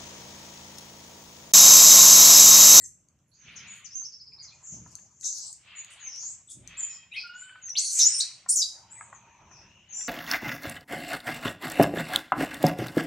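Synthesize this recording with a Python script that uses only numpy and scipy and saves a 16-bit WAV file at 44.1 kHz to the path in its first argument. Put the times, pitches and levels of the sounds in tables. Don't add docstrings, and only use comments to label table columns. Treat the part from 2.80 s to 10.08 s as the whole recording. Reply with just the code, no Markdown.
import sys
import numpy as np
from scipy import signal
from scipy.fft import rfft, irfft
from scipy.io import wavfile
from scipy.ndimage import uniform_filter1d

SR = 44100
rng = np.random.default_rng(int(sys.argv[2]) if len(sys.argv) > 2 else 0)


def amp(db):
    return 10 ** (np.asarray(db, float) / 20)


def write(x):
    x = np.atleast_2d(x).T
    wavfile.write(sys.argv[1], SR, np.round(np.clip(x, -1, 1) * 32767).astype(np.int16))


N = 321048

# (time [s], roughness [0-1])
CRACKING = [(4.945, .11), (5.06, .05), (5.1, .3), (5.2, .33), (5.23, .25), (5.25, .03), (5.385, .04),
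            (5.41, .25), (5.685, .2), (5.7, .03), (5.83, .1)]
# (multiple of the pitch [ratio], level [dB])
TROOP_PARTIALS = [(1, 0.5), (1.57, -43), (2.1, -54)]
CLEAN, WORN, HOARSE = .04, .17, .34


def evened(x):
    return x / np.sqrt(np.mean(x ** 2) + 1e-20)


def read(points, hz):
    f, value = np.transpose(points)
    return np.interp(np.log(hz + 1), np.log(f + 1), value)


def highpass(x, order, hz):
    return signal.sosfilt(signal.butter(order, hz, "high", fs=SR, output="sos"), x)


def add(mix, s, sound, pan_db):
    part = mix[:, round(s * SR):][:, :len(sound)]
    part += sound[:part.shape[1]] * amp(np.array([[pan_db / 2], [-pan_db / 2]]))


def wobble(count, width):
    bell = signal.windows.gaussian(int(8 * width), width)
    wander = evened(signal.fftconvolve(rng.standard_normal(count), bell, "same"))
    return evened(np.tanh(wander))


def squeal(rows, partials):
    s, *columns = np.transpose(rows)
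    t = np.arange(s[0], s[-1], 1 / SR)
    hz, level_db, rough = (uniform_filter1d(np.interp(t, s, c), 130) for c in columns)
    rough = np.clip(rough, 0, 1)
    quaver = .25 * rough * wobble(len(t), width=22)
    scatter = 0.526 * rough ** 2 * wobble(len(t), width=4.2)
    turns = np.cumsum(hz * (1 + quaver + scatter)) / SR
    tone = 0
    for k, db in partials:
        audible = np.clip((19000 - k * hz) / 2000, 0, 1)
        tone = tone + amp(db) * np.sin(2 * np.pi * k * turns) * audible
    flutter_db = (2.5 + 3 * rough) * wobble(len(t), width=60)
    from_ends = np.minimum(t - t[0], t[-1] - t)
    edge = np.sin(np.pi / 2 * np.clip(from_ends / .008, 0, 1)) ** 2
    return np.sqrt(2) * amp(level_db + flutter_db) * tone * edge


def call(start, length, db, first_hz, last_hz, kind):
    peak, glide, onset_db, ending_db, rough = kind
    if rough == WORN:
        db = db + 3
    peak_s = start + np.clip(peak, .05, .95) * length
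    peak_hz = first_hz + glide * (last_hz - first_hz)
    return [(start, first_hz, db + onset_db, rough),
            (peak_s, peak_hz, db, rough),
            (start + length, last_hz, db + ending_db, rough + .1)]


def infant_screams():
    # (time [s], pitch [Hz], level [dB])
    arches = [
        [(4.948, 2315, -38), (4.972, 4437, -27.5), (4.988, 6530, -21.5), (5.008, 8610, -33),
         (5.05, 9400, -37.5), (5.09, 8880, -39), (5.13, 7500, -30.5), (5.17, 7440, -30), (5.205, 6370, -18.5)],
        [(5.195, 6256, -16.5), (5.236, 5600, -18), (5.256, 6820, -20.5), (5.276, 6970, -17.5),
         (5.297, 8350, -35), (5.352, 8630, -34.5), (5.372, 9330, -32), (5.398, 8000, -25.5), (5.416, 5530, -23)],
        [(5.682, 6200, -36), (5.693, 8310, -20.5), (5.705, 8880, -19.5), (5.727, 9650, -26.5),
         (5.752, 8400, -33), (5.763, 6890, -18), (5.78, 5880, -26), (5.81, 5286, -24.5), (5.838, 4400, -23)],
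    ]
    overtones = [-44, -42, -24]
    # (start [s], length [s], peak level [dB], first pitch [Hz], last pitch [Hz])
    breaks = [(4.963, 0.02, -22.5, 3600, 5400), (5.19, 0.03, -26, 3800, 4000),
              (5.398, 0.026, -22, 3450, 5320), (5.683, .1, -33.5, 5650, 5800),
              (5.714, .018, -36, 5500, 4800), (5.815, .025, -32, 7300, 7200), (5.01, .09, -38, 8000, 8000),
              (5.1, .09, -49.5, 11000, 12000), (5.165, .02, -27, 8100, 7100),
              (5.687, 0.03, -22.5, 7400, 6600), (5.765, 0.03, -27, 7700, 6500),
              (5.783, 0.028, -23.5, 6700, 6100), (5.816, 0.022, -27, 3850, 3750),
              (5.0, .15, -32.5, 6500, 6550), (4.99, .14, -36.5, 4450, 4350), (5.03, .12, -37.5, 5600, 6100),
              (5.25, 0.2, -31, 5600, 5550), (5.2, .04, -34, 4000, 3800), (4.95, 0.024, -36.5, 3700, 3300),
              (4.945, .025, -42, 2000, 2900), (4.96, .09, -50, 2900, 2600), (4.96, .1, -55, 2150, 2100),
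              (5.405, 0.02, -22, 4300, 4500), (4.968, .018, -22, 4350, 4500),
              (5.69, .065, -47, 12300, 13200), (5.688, .02, -40, 10200, 10800),
              (5.775, .04, -46, 11800, 11500), (5.72, .05, -37.5, 7000, 7000)]
    # (peak position [share of length], glide done by then [share],
    # onset level [dB], ending level [dB], roughness [0-1])
    break_kind = (.45, .5, -8, -12, .15)
    # (multiple of the pitch [ratio], level [dB])
    break_partials = [(1, 0), (2, -40)]
    near = np.zeros((2, N))
    for arch, overtone_db in zip(arches, overtones):
        rows = [(*row, np.interp(row[0], *np.transpose(CRACKING))) for row in arch]
        add(near, rows[0][0], squeal(rows, [(1, 0.00074), (2, overtone_db)]), .3)
    for row in breaks:
        add(near, row[0], squeal(call(*row, break_kind), break_partials), .3)
    return near


def rasp(whistle, db):
    # (frequency [Hz], level [dB])
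    throat = [(2000, -40), (3700, -32), (4400, -8), (5000, -10), (6300, 0.5), (9000, -13), (11000, -17),
              (15500, -37)]
    strength = np.sqrt(np.abs(uniform_filter1d(whistle ** 2, 350)))
    colour = amp(read(throat, np.fft.rfftfreq(N, 1 / SR)))
    rush = evened(irfft(rfft(rng.standard_normal(N)) * colour, N))
    return amp(db + 3.5 * wobble(N, width=250)) * strength * rush


def leaking_air(near, hoarse):
    cracked = .07 + 3.5 * np.interp(np.arange(N) / SR, *np.transpose(CRACKING))
    return rasp(highpass(cracked * near + amp(-0.5) * hoarse, 2, 5000), db=-7.0)


def troop_whistles():
    # (start [s], length [s], peak level [dB], first pitch [Hz], last pitch [Hz])
    stabs = [(.475, 0.051, -80.5, 11300, 10970), (.71, .17, -81, 10540, 11070),
             (0.589, .08, -61.5, 6770, 6120), (6.114, 0.12, -45.5, 7930, 7914),
             (0, 0.065, -45.5, 7430, 7350), (0.868, 0.13, -52, 6850, 6890), (3.672, .012, -45, 7900, 7800),
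             (2.438, .03, -34, 6300, 6600), (1.15, 0.031, -35, 6400, 6300),
             (1.172, 0.062, -39.5, 6300, 6200), (4.051, 0.13, -43.5, 6920, 7010),
             (4.314, 0.058, -50, 3920, 3540), (4.36, 0.034, -34.5, 2560, 2480),
             (7.123, .02, -42, 6500, 7100), (7.136, 0.15, -38, 7150, 7380)]
    # (start [s], length [s], peak level [dB], first pitch [Hz], last pitch [Hz])
    swells = [(2.947, 0.066, -38, 7280, 6760), (3.193, .12, -38, 6970, 6000),
              (3.977, 0.039, -27.5, 7960, 6790), (4.005, 0.045, -28, 6780, 7160),
              (4.045, 0.0203, -48, 7200, 8010), (4.31, 0.058, -37, 2260, 3370),
              (4.537, 0.11, -45.5, 6730, 7330), (6.091, 0.052, -45.5, 6790, 7900),
              (7.087, 0.081, -37.5, 6735, 5910)]
    # (start [s], length [s], peak level [dB], first pitch [Hz], last pitch [Hz])
    builds = [(1.099, 0.041, -42.5, 4830, 6120), (2.955, 0.06, -55.5, 8700, 7420),
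              (3.965, 0.021, -35, 6550, 7950), (4.339, 0.032, -33, 1997, 2364),
              (4.815, .1, -34, 6830, 5720), (6.143, 0.048, -53.5, 2600, 1876),
              (6.317, 0.055, -52.5, 7750, 5990)]
    # (start [s], length [s], peak level [dB], first pitch [Hz], last pitch [Hz])
    dives = [(0.035, 0.023, -40.5, 7730, 5240), (0.752, 0.047, -45.5, 6660, 5170),
             (1.04, 0.035, -45, 7200, 4000), (1.616, 0.059, -49.5, 6970, 4910),
             (1.674, .04, -51.5, 4630, 3490), (6.702, .08, -58.5, 6330, 4950)]
    # (start [s], length [s], peak level [dB], first pitch [Hz], last pitch [Hz])
    cries = [(0, 0.077, -55.5, 8230, 8330), (1.513, 0.021, -62.5, 2450, 2390),
             (1.578, 0.093, -71, 2256, 2100), (1.709, 0.037, -62, 2346, 2390),
             (3.677, 0.044, -57.5, 3630, 3520), (2.441, 0.095, -40, 6470, 6360),
             (0, 0.027, -62.5, 2005, 1880), (0, 0.024, -65, 4420, 4300), (0.511, 0.073, -68, 4120, 5090),
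             (0.531, 0.18, -64, 6540, 5910), (0.866, 0.13, -68.5, 8060, 8520),
             (1.825, 0.15, -45.5, 7050, 6690), (1.97, 0.14, -59.5, 6620, 6670),
             (2.427, 0.06, -51, 3800, 4050), (2.601, 0.14, -48, 7510, 7900), (1.136, .02, -47, 6180, 6500),
             (3.262, 0.081, -51, 6100, 5310), (3.315, 0.12, -43.5, 5490, 6190),
             (3.385, 0.15, -41, 6250, 7350), (4.085, 0.097, -55.5, 5430, 5310),
             (4.356, 0.071, -45.5, 4414, 4390), (4.358, .08, -46, 5360, 5016),
             (4.568, 0.15, -62.5, 8220, 7780), (5.97, 0.94, -68.5, 891, 954.7),
             (6.201, 0.85, -71.5, 6430, 5940), (6.741, .1, -63.5, 5680, 5415), (6.2, .5, -74, 2550, 2400),
             (6.7, .5, -70, 2450, 3000), (6.12, .2, -62, 7000, 7200), (7.149, 0.093, -57.5, 8280, 7800),
             (7.156, 0.14, -43, 6090, 5800)]
    # (start [s], length [s], peak level [dB], first pitch [Hz], last pitch [Hz])
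    grumbles = [(1.698, 0.14, -60.5, 6580, 6860), (1.847, .14, -53.5, 6330, 6120),
                (2.159, .12, -57.5, 6800, 6500), (2.3, 0.14, -62.5, 6520, 6760),
                (3.399, .16, -54, 5930, 6320), (2.87, 0.137, -58, 2900, 2746),
                (3.161, .14, -61, 2904, 2900), (2.5, .2, -52, 4700, 4500), (0, .1, -68, 11300, 11500),
                (3.9, .2, -63, 2310, 2395)]
    # (start [s], length [s], peak level [dB], first pitch [Hz], last pitch [Hz])
    screeches = [(.94, 0.072, -75, 11020, 10970), (1.894, 0.035, -76, 8100, 8300),
                 (1.953, 0.38, -69.5, 5140, 5150), (2.1, 0.037, -53.5, 7000, 6100),
                 (2.394, 0.051, -47.5, 6980, 6800), (2.428, 0.075, -29, 6786, 6490),
                 (2.488, .2, -40, 6270, 5674), (3.098, 0.053, -52, 8340, 8220),
                 (3.378, 0.14, -52.5, 4750, 4880), (3.686, 0.067, -43.5, 8180, 7470),
                 (4.314, 0.1, -66.5, 9320, 8850)]
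    # (peak position [share of length], glide done by then [share],
    # onset level [dB], ending level [dB], roughness [0-1])
    stab_kind = (0.47, 0.57, 0.12, -11, CLEAN)
    swell_kind = (0.7, 0.88, -15, -23, CLEAN)
    build_kind = (0.99, 0.94, -13.5, -1.5, CLEAN)
    dive_kind = (0.27, 0.1905, -16, -15, WORN)
    cry_kind = (0.55, 0.69, -5.5, -7, WORN)
    grumble_kind = (.4, .5, -5, -6, .23)
    screech_kind = (0.35, 0.31, -11.5, -11.5, HOARSE)
    # (time [s], left minus right [dB])
    caller_side = [(0.0, 4), (0.36, 11), (0.47, -10.5), (1.05, 24.5), (1.151, -17), (2.051, 11),
                   (5.961, -2), (6.489, 23), (7.28, 3.5)]
    far, hoarse = np.zeros((2, 2, N))
    for mix, rows, kind in [(far, stabs, stab_kind), (far, swells, swell_kind), (far, builds, build_kind),
                            (far, dives, dive_kind), (far, cries, cry_kind), (far, grumbles, grumble_kind),
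                            (hoarse, screeches, screech_kind)]:
        for row in rows:
            side_db = np.interp(row[0], *np.transpose(caller_side))
            add(mix, row[0], squeal(call(*row, kind), TROOP_PARTIALS), side_db)
    return far, hoarse


def chirp(s, db, hz):
    # (time from the chirp's listed time [s], pitch factor, level [dB])
    shape = [(-.012, .76, -17), (0, .9, -6), (.01, 1.0, 0), (.019, 1.0, -7), (.028, .95, -18)]
    rows = [(s + dt, factor * hz, db + rel_db, .055) for dt, factor, rel_db in shape]
    return squeal(rows, TROOP_PARTIALS[:1])


def trill():
    # (time [s], level [dB], top pitch [Hz])
    chirps = [
        (1.2457, -35.5, 5530),
        (1.33, -42, 5504),
        (1.404, -42, 5246),
        (1.4696, -45.5, 5220),
        (1.5277, -42.5, 5280),
        (1.59, -42, 4870),
        (1.644, -48.5, 5100),
    ]
    sung = np.zeros((2, N))
    for s, db, hz in chirps:
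        add(sung, s - .012, chirp(s, db, hz), 0)
    return sung


def coo(rows, mouth):
    s, hz, level_db = np.transpose(rows)
    t = np.arange(s[0], s[-1], 1 / SR)
    turns = np.cumsum(np.interp(t, s, hz) * (1 + 0.009 * wobble(len(t), width=200))) / SR
    voice = 0
    for k in range(1, 9):
        partial_db = read(mouth, k * hz.mean()) + 6 * wobble(len(t), width=200)
        voice = voice + amp(partial_db) * np.sin(2 * np.pi * k * turns)
    return amp(np.interp(t, s, level_db)) * evened(voice) * signal.windows.tukey(len(t), .1)


def soft_coos():
    # (time [s], pitch [Hz], level [dB])
    coo_lines = [
        [(3.86, 647, -57), (3.98, 639.5, -54.5), (4.12, 629, -55), (4.25, 632.5, -62)],
        [(4.43, 1410, -45.5), (4.51, 1436, -47.5), (4.67, 1509, -48.5), (4.79, 1530, -56)],
    ]
    # (frequency [Hz], level [dB])
    nasal_mouth = [(640, -50), (1300, -18), (1900, -3), (2550, 0), (3200, -2), (3850, -15), (4500, -11),
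                   (5500, -40)]
    # (frequency [Hz], level [dB])
    round_mouth = [(900, 21), (1450, -9.5), (1900, 22), (2900, -12.5), (4400, -31), (6000, -61)]
    sung = np.zeros((2, N))
    for rows, mouth in zip(coo_lines, [nasal_mouth, round_mouth]):
        add(sung, rows[0][0], coo(rows, mouth), 0)
    return sung


def click(db, hz, t60, partners):
    t = np.arange(1500) / SR
    modes = [(0.97, 0.0018)] + partners
    ring = sum(amp(p_db) * np.sin(2 * np.pi * hz * ratio * t) for ratio, p_db in modes)
    return amp(db - 60 * t / t60) * ring * np.minimum(t / .0012, 1)


def ticks_and_knocks():
    # (time [s], peak level [dB], pitch [Hz])
    ticks = [(0.0213, -33, 7300), (0.286, -40, 6700), (0.3894, -55, 5950), (2.0767, -36, 6230),
             (2.1532, -17, 6500), (2.4106, -25, 6570), (2.728, -21, 7000), (3.0465, -27, 6870),
             (3.3603, -24, 6200), (3.059, -40, 6870), (3.8752, -21, 6370), (4.474, -47, 8600),
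             (4.8944, -22, 6120), (2.196, -46, 6600), (2.142, -52, 4300), (2.418, -38, 6800),
             (4.795, -53, 7400)]
    # (time [s], peak level [dB], pitch [Hz])
    knocks = [(1.217, -51, 1050), (2.644, -58, 3000), (2.186, -56, 1730), (2.186, -58, 2800),
              (2.43, -53, 2000), (2.061, -45, 1000), (3.431, -49, 1016), (4.694, -44.5, 1770),
              (4.756, -41.5, 1345), (4.884, -44.5, 1980), (5.661, -39, 1070), (6.209, -31.5, 1276),
              (6.327, -35, 1120), (6.712, -43.5, 1056), (7.209, -40, 2030)]
    tick_modes = [(.68, -14), (1.15, -6.5), (1.35, -15), (1.55, -20), (1.75, -28), (1.95, -26)]
    knock_modes = [(.75, -6), (1.3, -4), (1.7, -7)]
    clicks = np.zeros((2, N))
    for s, db, hz in ticks:
        add(clicks, s, click(db - 1.5, hz, 0.0064, tick_modes), 5.0)
    for s, db, hz in knocks:
        add(clicks, s, click(db, hz, .026, knock_modes), 1.5)
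    return clicks


def echo_tail(early_db):
    # (frequency [Hz], likeness [0-1])
    echo_same = [(1000, 0.94), (3000, 0.91), (5000, 0.52), (12000, 0.086)]
    # (frequency [Hz], time to fade by 60 dB [s])
    wood = [(1000, 0.45), (3500, 0.39), (6000, 0.46), (9000, 0.38), (14000, 0.33)]
    taps = np.zeros((2, SR))
    slots = np.arange(150, SR - 20, 20)
    at = slots + rng.integers(0, 20, (2, len(slots)))
    np.put_along_axis(taps, at, rng.choice([-1., 1.], at.shape), 1)
    hz, t, (left, other) = signal.stft(taps, SR, nperseg=256)
    same = np.clip(read(echo_same, hz), -1, 1)[:, None]
    right = same * left + np.sqrt(1 - same ** 2) * other
    decay = amp(-60 * t / read(wood, hz)[:, None]) * (1 + amp(early_db - 60 * t / .15))
    tail = signal.istft(np.array([left, right]) * decay, SR, nperseg=256)[1][:, :SR // 2]
    return tail / np.linalg.norm(tail[0])


def trunks(x, early_db):
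    sway = 2 * np.pi * 16 * np.arange(N) / SR
    echoes = 0
    for wave in (np.sin, np.cos):
        sent = (x.mean(0) * wave(sway))[None]
        echoes = echoes + signal.fftconvolve(sent, echo_tail(early_db), axes=1)[:, :N]
    return echoes


def stirred(events, layer):
    calm_db, rise, fall = layer
    t = np.arange(0, N / SR + .02, .005)
    lift = 0
    for s, hold, db in events:
        before, after = np.maximum(s - t, 0), np.maximum(t - s - hold, 0)
        lift = lift + amp(db - rise * before - fall * after)
    return np.transpose([t, 20 * np.log10(amp(calm_db) + lift)])


def hiss(spectrum, curve, patchy_db, size=512):
    # (frequency [Hz], likeness [0-1])
    likeness = [(300, 0.97), (800, 0.84), (2400, 0.89), (4400, 0.13), (8000, 0.23)]
    frames, hz = 4 * N // size + 5, np.fft.rfftfreq(size, 1 / SR)
    a, b, c, d, patches = rng.standard_normal((frames, len(hz), 5)).T
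    patches = evened(uniform_filter1d(uniform_filter1d(patches, 5, 0), 14, 1))
    same = np.clip(read(likeness, hz), -1, 1)[:, None]
    left = a + 1j * b
    right = same * left + np.sqrt(1 - same ** 2) * (c + 1j * d)
    z = np.array([left, right]) * amp(read(spectrum, hz)[:, None] + patchy_db * patches)
    sound = evened(signal.istft(z, nperseg=size, noverlap=3 * size // 4)[1][:, :N])
    return sound * amp(np.interp(np.arange(N) / SR, *np.transpose(curve)))


def shaken_branches():
    # (frequency [Hz], level per Hz [dB])
    leaves = [(410, -29), (700, -13.5), (989, -11), (1080, -6.5), (1540, -3), (2270, 4.5), (2980, 3),
              (4100, -5), (5000, -13.5), (6500, -42), (11000, -120)]
    # (start [s], hold [s], level [dB])
    shakes = [(.68, 0.25, -51), (1.65, 0.44, -74.5), (2.88, 0.37, -53), (3.9, 0.13, -53),
              (4.35, 0.5, -63.5), (5.19, 0.15, -48.5), (5.6, 0.47, -77), (6.1, 0.8, -69), (7.1, .2, -62.5)]
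    # (calm level [dB], rise [dB per s], fall [dB per s])
    branch = (-86, 272, 70)
    return hiss(leaves, stirred(shakes, branch), patchy_db=2.5)


def stirred_undergrowth():
    # (frequency [Hz], level per Hz [dB])
    undergrowth = [(210, -49), (350, -18), (451, -30.5), (604, -13), (841, -12), (937, -9), (2200, -23.5),
                   (2860, -45.5), (4840, -120)]
    # (start [s], hold [s], level [dB])
    stirs = [(.7, 0.5, -80), (1.62, 0.5, -70), (2.5, .2, -75), (2.9, .6, -73), (3.9, .25, -70.5),
             (4.4, .45, -75), (5.15, .45, -72), (5.98, 0.85, -62.5), (7.2, 0.11, -62)]
    # (calm level [dB], rise [dB per s], fall [dB per s])
    brush = (-91, 150, 54)
    return hiss(undergrowth, stirred(stirs, brush), patchy_db=5.0)


def ground_thuds():
    # (frequency [Hz], level per Hz [dB])
    rumble = [(24, -54.5), (38, -14), (50, -3.5), (107, 2.5), (193, -3), (262, -10.5), (357, -11.5),
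              (400, -14.5), (500, -20), (650, -19), (1100, -120)]
    # (start [s], hold [s], level [dB])
    thuds = [(0, 0.015, -66.5), (.66, 0.17, -62.5), (1.5, 0.082, -76), (1.93, 0.07, -52.5),
             (3.77, 0.059, -55), (6.0, 0.48, -75), (6.62, 0.25, -63.5)]
    # (calm level [dB], rise [dB per s], fall [dB per s])
    ground = (-70.5, 620, 89)
    return hiss(rumble, stirred(thuds, ground), patchy_db=2.0, size=4096)


def forest_air():
    # (frequency [Hz], level per Hz [dB])
    air = [(240, -43.5), (400, -8.5), (1100, -8), (1600, -9.5), (3460, -56), (4300, -24), (6380, -2.5),
           (7330, -3), (9080, -26), (14600, -22.5), (15500, -28.5)]
    return hiss(air, [(0, -77.5), (7.28, -77.5)], patchy_db=3.5)


def scene():
    near = infant_screams()
    far, hoarse = troop_whistles()
    far = far + trill() + soft_coos()
    clicks = ticks_and_knocks()
    near = highpass(near + leaking_air(near, hoarse), 2, 2000)
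    far = far + highpass(hoarse, 6, 4500)
    echoes = amp(-2) * trunks(far + amp(-4) * clicks, early_db=5)
    echoes += amp(-3.5) * trunks(near, early_db=7.0)
    bed = shaken_branches() + stirred_undergrowth() + ground_thuds() + forest_air()
    return amp(-5.5) * far + amp(-3) * near + clicks + echoes + bed


def masked(x):
    hz, _, z = signal.stft(x, SR, nperseg=1024, noverlap=512)
    power = uniform_filter1d((abs(z) ** 2).mean(0), size=3, axis=1)
    band_db = 10 * np.log10(abs(power[:512]).reshape(32, 16, -1).mean(1) + 1e-20)
    slope_db = 1.7 * np.arange(32)[:, None]
    loudest_below = np.maximum.accumulate(band_db + slope_db, axis=0) - slope_db
    hidden = band_db < loudest_below - 37
    kept = 1 - np.repeat(hidden, 16, axis=0) * (hz[:512, None] > 7000)
    kept = np.vstack([kept, kept[-1:]])
    return signal.istft(z * kept, SR, nperseg=1024, noverlap=512)[1][:, :N]


def top_cut(x):
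    return signal.sosfilt(signal.butter(12, 15660, fs=SR, output="sos"), x)


def record(dry):
    lowpass = signal.firwin(255, 15600, window=("kaiser", 9), fs=SR)
    limited = signal.oaconvolve(dry, lowpass[None], "same")
    return top_cut(masked(limited))


dry = scene()
out = record(dry)
write(out)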